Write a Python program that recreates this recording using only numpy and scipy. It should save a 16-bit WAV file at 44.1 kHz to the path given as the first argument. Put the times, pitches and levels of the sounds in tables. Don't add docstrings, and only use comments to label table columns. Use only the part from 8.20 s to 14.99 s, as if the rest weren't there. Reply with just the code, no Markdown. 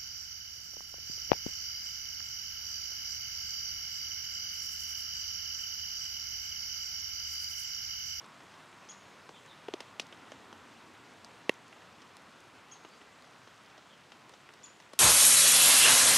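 import sys
import numpy as np
from scipy import signal
from scipy.io import wavfile

SR = 44100
rng = np.random.default_rng(int(sys.argv[2]) if len(sys.argv) > 2 else 0)


def materialize(psi):
    bounded = np.clip(np.atleast_2d(psi).T, -1, 1)
    quanta = np.round(bounded * 32767).astype(np.int16)
    wavfile.write(sys.argv[1], SR, quanta)


N = 299439
TIME = np.arange(N) / SR


def from_db(db):
    return 10 ** (np.asarray(db) / 20)


def rms_one(x):
    return x / np.sqrt(np.mean(x ** 2) + 1e-20)


def energy_one(x):
    return x / np.sqrt(np.mean(np.sum(x ** 2, axis=-1)) + 1e-20)


def burst(x):
    return energy_one(x) * np.sqrt(.01 * SR)


def at_hz(points, hz):
    frequencies, values = np.transpose(points)
    return np.interp(np.log(hz), np.log(frequencies), values)


def band(x, low_hz, high_hz, order=2):
    sos = signal.butter(order, [low_hz, high_hz], "band", fs=SR, output="sos")
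    return signal.sosfilt(sos, x + 1e-18)


def drift(per_s):
    knots = rng.standard_normal(400)
    return np.interp(TIME * per_s, np.arange(len(knots)), knots, period=len(knots))


def add(out, s, sound):
    start = max(round(s * SR), 0)
    room = max(N - start, 0)
    out[..., start:start + sound.shape[-1]] += sound[..., :room]


def panned(sound, left_db):
    return sound * from_db([[left_db / 2], [-left_db / 2]])


# (frequency [Hz], left-right correlation [0..1])
BED_CORRELATION = [(30, .3), (60, 0.89), (110, 0.94), (200, 0.9), (320, 0.8), (650, 0.87), (1000, .97),
                   (1800, 1), (5000, 1)]
def noise_bed(spectrum, flicker_db):
    out, edges = 0, np.geomspace(spectrum[0][0], spectrum[-1][0], 13)
    white = rng.standard_normal((2, 2, N))
    for k, (low, high) in enumerate(zip(edges, edges[1:])):
        mid, side = band(white[k % 2], low, high)
        hz = np.sqrt(low * high)
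        alike = np.clip(at_hz(BED_CORRELATION, hz), 0, .995)
        gain = from_db(at_hz(spectrum, hz) + flicker_db * drift(16))
        out = out + gain * (np.sqrt(1 + alike) * mid + np.sqrt(1 - alike) * side * [[1], [-1]])
    return rms_one(out)


# (frequency [Hz], relative level [dB])
RUMBLE_EQ = [(25, -22), (48, -15.5), (65, -11.5), (100, -0.5), (150, 0), (200, 0.5), (300, -9)]
MURMUR_EQ = [(150, -14), (350, -8), (520, -4.5), (720, -2.5), (1020, 0.4), (1400, -1.65), (2000, -6.5),
             (3000, -12.5), (5000, -31)]
# (time [s], level [dB])
SURROUNDINGS_RIDE = [(0.0, -57), (1.21, -58), (1.89, -57), (6.79, -61)]
def surroundings(rumble_db=-67.5, murmur_trim_db=0.6):
    ride_db = np.interp(TIME, *np.transpose(SURROUNDINGS_RIDE))
    rumble = from_db(rumble_db + ride_db - ride_db.mean()) * noise_bed(RUMBLE_EQ, flicker_db=2.0)
    murmur = from_db(ride_db + murmur_trim_db) * noise_bed(MURMUR_EQ, flicker_db=1.16)
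    return rumble + murmur


# (frequency [Hz], relative level [dB])
TRAFFIC_EQ = [(130, -17.5), (200, -5), (260, -0.5), (330, -1.5), (450, -9), (800, -30)]
def far_traffic(start_db=-67.5, ease_db_per_s=0.65, peak_s=2.04, swell_db=8.5, rise_s=0.22, fall_s=1.5):
    since = TIME - peak_s
    swell = np.exp(-(np.minimum(since, 0) / rise_s) ** 2 - np.maximum(since, 0) / fall_s)
    level_db = start_db - ease_db_per_s * TIME + swell_db * swell
    return from_db(level_db) * noise_bed(TRAFFIC_EQ, flicker_db=1.0)


# (frequency [Hz], relative level [dB])
WASH_EQ = [(250, -7.5), (430, 2.5), (600, 0), (1000, -15)]
DRIZZLE_EQ = [(1200, -16), (2200, 0.5), (3200, 0.5), (4500, -3.5), (6500, -6.5), (8000, -8.5), (10000, -17),
              (12500, -20.5), (15500, -31)]
def rain_bed(wash_db=-68.5, drizzle_db=-63, ease_db_per_s=0.27):
    drizzle = from_db(drizzle_db - ease_db_per_s * TIME) * noise_bed(DRIZZLE_EQ, flicker_db=1.0)
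    wash = from_db(wash_db) * noise_bed(WASH_EQ, flicker_db=2.0)
    return drizzle + wash


def patter(per_s=70, level_db=-71, t60=0.011):
    out, t = np.zeros((2, N)), TIME[:SR // 40]
    for when, pitch, place in rng.random((int(per_s * N / SR), 3)):
        hz = 1500 * 5.0 ** pitch
        tick = band(rng.standard_normal(len(t)) * from_db(-60 * t / t60), hz / 1.42, hz * 1.31)
        add(out, when * N / SR, panned(from_db(-11 * pitch) * burst(tick), 4 * (place - .5)))
    return from_db(level_db) * rms_one(out)


# (time [s], level [dB], brightness [Hz])
NEEDLE_TICKS = [(0.0616, -66, 8500), (0.6515, -68, 5430), (1.2615, -64, 7000), (1.8684, -64.5, 6000),
                (3.3403, -65, 7100), (3.444, -64, 2500), (3.481, -67, 7500), (3.6078, -73, 4500),
                (4.02, -63, 2100), (4.2053, -68, 7000), (4.689, -68.5, 8500), (5.0231, -63, 4800),
                (5.462, -64, 5500), (6.3405, -69, 9000), (6.624, -63, 2980), (6.786, -65, 3200)]
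def needle_ticks(t60=0.0054):
    out, t = np.zeros(N), TIME[:SR // 40]
    for s, db, hz in NEEDLE_TICKS:
        click = rng.standard_normal(len(t)) * from_db(-60 * t / t60)
        add(out, s, from_db(db) * burst(band(click, hz / 1.25, hz * 0.98, order=1)))
    return out


def tree_echoes(x, t60, echo_s, echo_db, tail_db, near_db, near_t60):
    t = TIME[:SR]
    fade = (from_db(-60 * t / t60) + from_db(near_db - 60 * t / near_t60)) * (t > echo_s / 4)
    scatter = (rng.standard_normal(SR) + 0.12 * rng.standard_normal((2, SR))) * fade
    response = from_db(tail_db) * energy_one(scatter)
    response[:, round(echo_s * SR)] += from_db(echo_db)
    response[:, 0] += 1
    return signal.fftconvolve(x[None], response, axes=1)[:, :N]


# (time [s], start pitch [Hz], end pitch [Hz], dry level [dB])
FAR_WHISTLES = [(1.117, 3730, 3100, -68.5), (1.262, 4120, 3450, -67.5), (4.69, 4550, 4650, -74),
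                (4.998, 4350, 4750, -80), (5.68, 3580, 2900, -70.5)]
def far_bird(length_s=0.06, waver=0.055):
    out, u = np.zeros(N), np.linspace(0, 1, round(length_s * SR))
    for s, start_hz, end_hz, db in FAR_WHISTLES:
        glide_hz = end_hz + (start_hz - end_hz) * (1 - u) ** 1.5
        phase = 2 * np.pi * np.cumsum(glide_hz * (1 + waver * drift(918)[:len(u)])) / SR
        add(out, s, from_db(db) * signal.windows.tukey(len(u), .5) * np.sin(phase))
    return tree_echoes(out, t60=0.51, echo_s=0.03, echo_db=-16, tail_db=10.5, near_db=4, near_t60=0.095)


# (centre time [s], top of the fundamental [Hz], half length [s], dry level [dB])
NEAR_CHIPS = [(0.705, 3374, 0.018, -44.5), (4.529, 3275, 0.0172, -48), (6.4475, 3477, .0163, -46.5)]
def near_bird(arch=0.5, waver=0.018, rough_db=2.0, first_db=-10.5, third_db=-24.5):
    out = np.zeros(N)
    for s, top_hz, half_s, db in NEAR_CHIPS:
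        u = 2 * np.linspace(0, 1, round(2 * half_s * SR)) ** 0.8 - 1
        rising, from_top = u < 0, np.abs(u)
        unsteady = drift(900)[:len(u)] * (0.25 + 2 * from_top)
        sag = arch * from_top ** np.where(rising, 3.79, 2.7)
        phase = 2 * np.pi * np.cumsum(top_hz * (1 - sag + waver * unsteady)) / SR
        flank_db = np.where(rising, -6.5, -10.0) * np.minimum(from_top / 0.57, 1) ** 2
        second = from_db(flank_db + rough_db * unsteady) * np.sin(2 * phase)
        others = from_db(first_db) * np.sin(phase) + from_db(third_db) * np.sin(3 * phase)
        chip = signal.windows.tukey(len(u), .08) * (second + (1 - u ** 2) * others)
        add(out, s - half_s, from_db(db) * chip)
    wet = tree_echoes(out, t60=0.76, echo_s=0.015, echo_db=-18, tail_db=-3.5, near_db=10, near_t60=0.17)
    return panned(wet, 1.7)


# (frequency [Hz], relative level [dB], t60 [s])
CASING_MODES = [(1910, 3, 0.016), (2160, 7.5, 0.0045), (2725, 6, 0.013), (2950, -13, 0.0021)]
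def casing_ring(t, detune=0.01, apart_rad=0.27):
    out = 0
    for k, (hz, db, t60) in enumerate(CASING_MODES):
        shifted_hz = hz * (1 + detune * rng.standard_normal())
        lead = apart_rad * (-1) ** k * np.array([[1], [-1]])
        out = out + from_db(db - 60 * t / t60) * np.sin(2 * np.pi * shifted_hz * t + lead)
    return band(out, 1520, 4260, order=4)


def wall_thump(t, hz, give_db, glancing, overtone_db=-7.5):
    settle_s = 0.00069 * from_db(0.79 * give_db)
    overtone = from_db(overtone_db) * glancing * 2 * np.sin(2 * np.pi * 1.65 * hz * t)
    swing = np.sin(2 * np.pi * hz * t) + overtone
    return band(t * np.exp(-t / settle_s) * swing, 165 + 90 * glancing, 540 + 330 * glancing)


def panel_sway(t, hz=240, settle_s=0.0025):
    return band(t * np.exp(-t / settle_s) * np.sin(2 * np.pi * hz * t), 126, 470)


def spot_ping(t, hz, t60=0.0032):
    return band(from_db(-60 * t / t60) * np.sin(2 * np.pi * hz * t), hz / 1.5, hz * 1.8, order=1)


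def spatter(t, glancing, square_t60=0.0062, glancing_t60=0.019, fallback_s=0.02, grain_db=4.5, width=0.14):
    t60 = square_t60 + glancing * (glancing_t60 - square_t60)
    tail = from_db(-29 - 60 * t / 0.24)
    fallback = from_db(-19) * np.exp(-(2 * (t / fallback_s - 1)) ** 2)
    fade = from_db(-60 * (t / t60) ** 1.75) + glancing * (tail + fallback)
    mid, side = rng.standard_normal((2, len(t))) * fade * from_db(grain_db * rng.standard_normal(len(t)))
    return energy_one(mid + width * side * [[1], [-1]])


def faint_drops(per_s=4.6, strength_db=-71.5, spread_db=10, thump_hz=497):
    when, size, spot = rng.random((int(per_s * N / SR), 3)).T
    strengths = strength_db + spread_db * (2 * size - 1)
    wetness_db = 4 * spot - 1
    return [(s, db, 0, wet_db, thump_hz, 0, -np.inf, 240, -np.inf, 1, 0)
            for s, db, wet_db in zip(when * N / SR, strengths, wetness_db)]


# (time [s], strength [dB], give of the wall [dB], wetness [dB], thump pitch [Hz],
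#   pan left [dB], sway level [dB], ping pitch [Hz], ping level [dB], spatter [0..1], fine spray [dB])
CASING_DROPS = [(1.0918, -56.5, 5, -3, 437, 0, -56, 1150, -55, 0.36, -3),
                (1.4838, -48.5, 11, -11.5, 425, .5, -66, 2900, -55, 0.86, -2),
                (1.5378, -45.5, 10, -2, 377, .5, -63, 3200, -42, 1, -8),
                (1.6045, -47.5, -0.5, -1, 527, -1.5, -55, 2020, -54, 0.72, 0.5),
                (1.7973, -39.5, -4, 0, 710, 1.5, -48.5, 2850, -37, 1, -1.5),
                (1.9258, -51, -6, -12, 400, -1.5, -69, 3100, -56, .7, 0),
                (2.1189, -52, 4, -8, 623, -1, -66, 5900, -62, 0.76, 2),
                (2.3279, -55.5, 2, -5, 438, 1.5, -61, 1020, -53, 1, 1),
                (3.0466, -68, 7, 12, 325, 1.5, -56, 4900, -57, 0.26, 7),
                (3.2943, -26, -0.2, -17, 490, -4, -64, 2030, -31.5, 0.74, 2),
                (3.5283, -58, -22, -19, 404, -0.5, -68, 2200, -57.5, 0.62, 0),
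                (3.9688, -78, 8, 19.5, 750, 1, -73, 9400, -66, .1, 3),
                (4.6487, -53.5, 3.5, -13, 396, 0, -62, 960, -61, 0.52, -1),
                (4.8147, -60.5, 0, -10, 440, -.5, -67, 2700, -71, 0.64, 0),
                (5.5788, -63, 5.5, -1, 500, -1, -73, 2700, -72, 1, 2),
                (5.9198, -52.5, -14, -7.5, 413, 4, -68, 1400, -70, 0.52, 0),
                (6.0943, -64.5, 5, 2, 467, -2.5, -75, 8300, -67, 1, 1),
                (6.2906, -57.5, -4, -10, 520, 0, -72, 1860, -64, 0.21, 5),
                (6.734, -56, 5.5, 1, 570, 2.5, -55, 9350, -65, 0.83, 4)]
def casing_drops(square_hit_db=-34, middling_db=-47.5, middling_knock_db=-51.5, crackle=5.5):
    out, t = np.zeros((2, N)), TIME[:SR // 12]
    impact = signal.unit_impulse(len(t))
    for row in list(CASING_DROPS) + faint_drops():
        s, db, give_db, wet_db, thump_hz, left_db, sway_db, ping_hz, ping_db, amount, fine_db = row
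        glancing = 1 / (1 + from_db(db + give_db - square_hit_db))
        splash = 2.8 * amount * glancing * spatter(t, glancing)
        force = impact + splash
        knock = band(force, 900 - 380 * glancing ** 2, 1060 + 950 * glancing ** 2)
        knock_db = middling_knock_db + 0.46 * (db + give_db / 2 - middling_db) + 2 * glancing
        ring = energy_one(casing_ring(t)) + crackle * glancing * band(splash, 2280, 3120)
        tick = band(band(force, 3740, 6900), 3400, 5800)
        spray_top_hz = np.interp(glancing, [0, 1], [13400, 8840])
        spray = band(force, 0.66 * spray_top_hz, spray_top_hz)
        drop = (from_db(db + give_db + 0.7) * burst(wall_thump(t, thump_hz, give_db, glancing))
                + from_db(sway_db) * burst(panel_sway(t))
                + from_db(ping_db) * burst(spot_ping(t, ping_hz))
                + from_db(knock_db) * burst(knock)
                + from_db(db - 2.5) * burst(ring)
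                + from_db(db + wet_db) * burst(tick)
                + from_db(db + wet_db + fine_db - 8 - 3 * glancing) * burst(spray))
        add(out, s, panned(drop, left_db))
    return out


def scene():
    beds = panned(surroundings() + far_traffic() + rain_bed(), 0.1)
    return beds + patter() + needle_ticks() + far_bird() + near_bird() + casing_drops()


def record(dry):
    return signal.sosfilt(signal.ellip(10, .1, 80, 15700, fs=SR, output="sos"), dry)


dry = scene()
out = record(dry)
materialize(out)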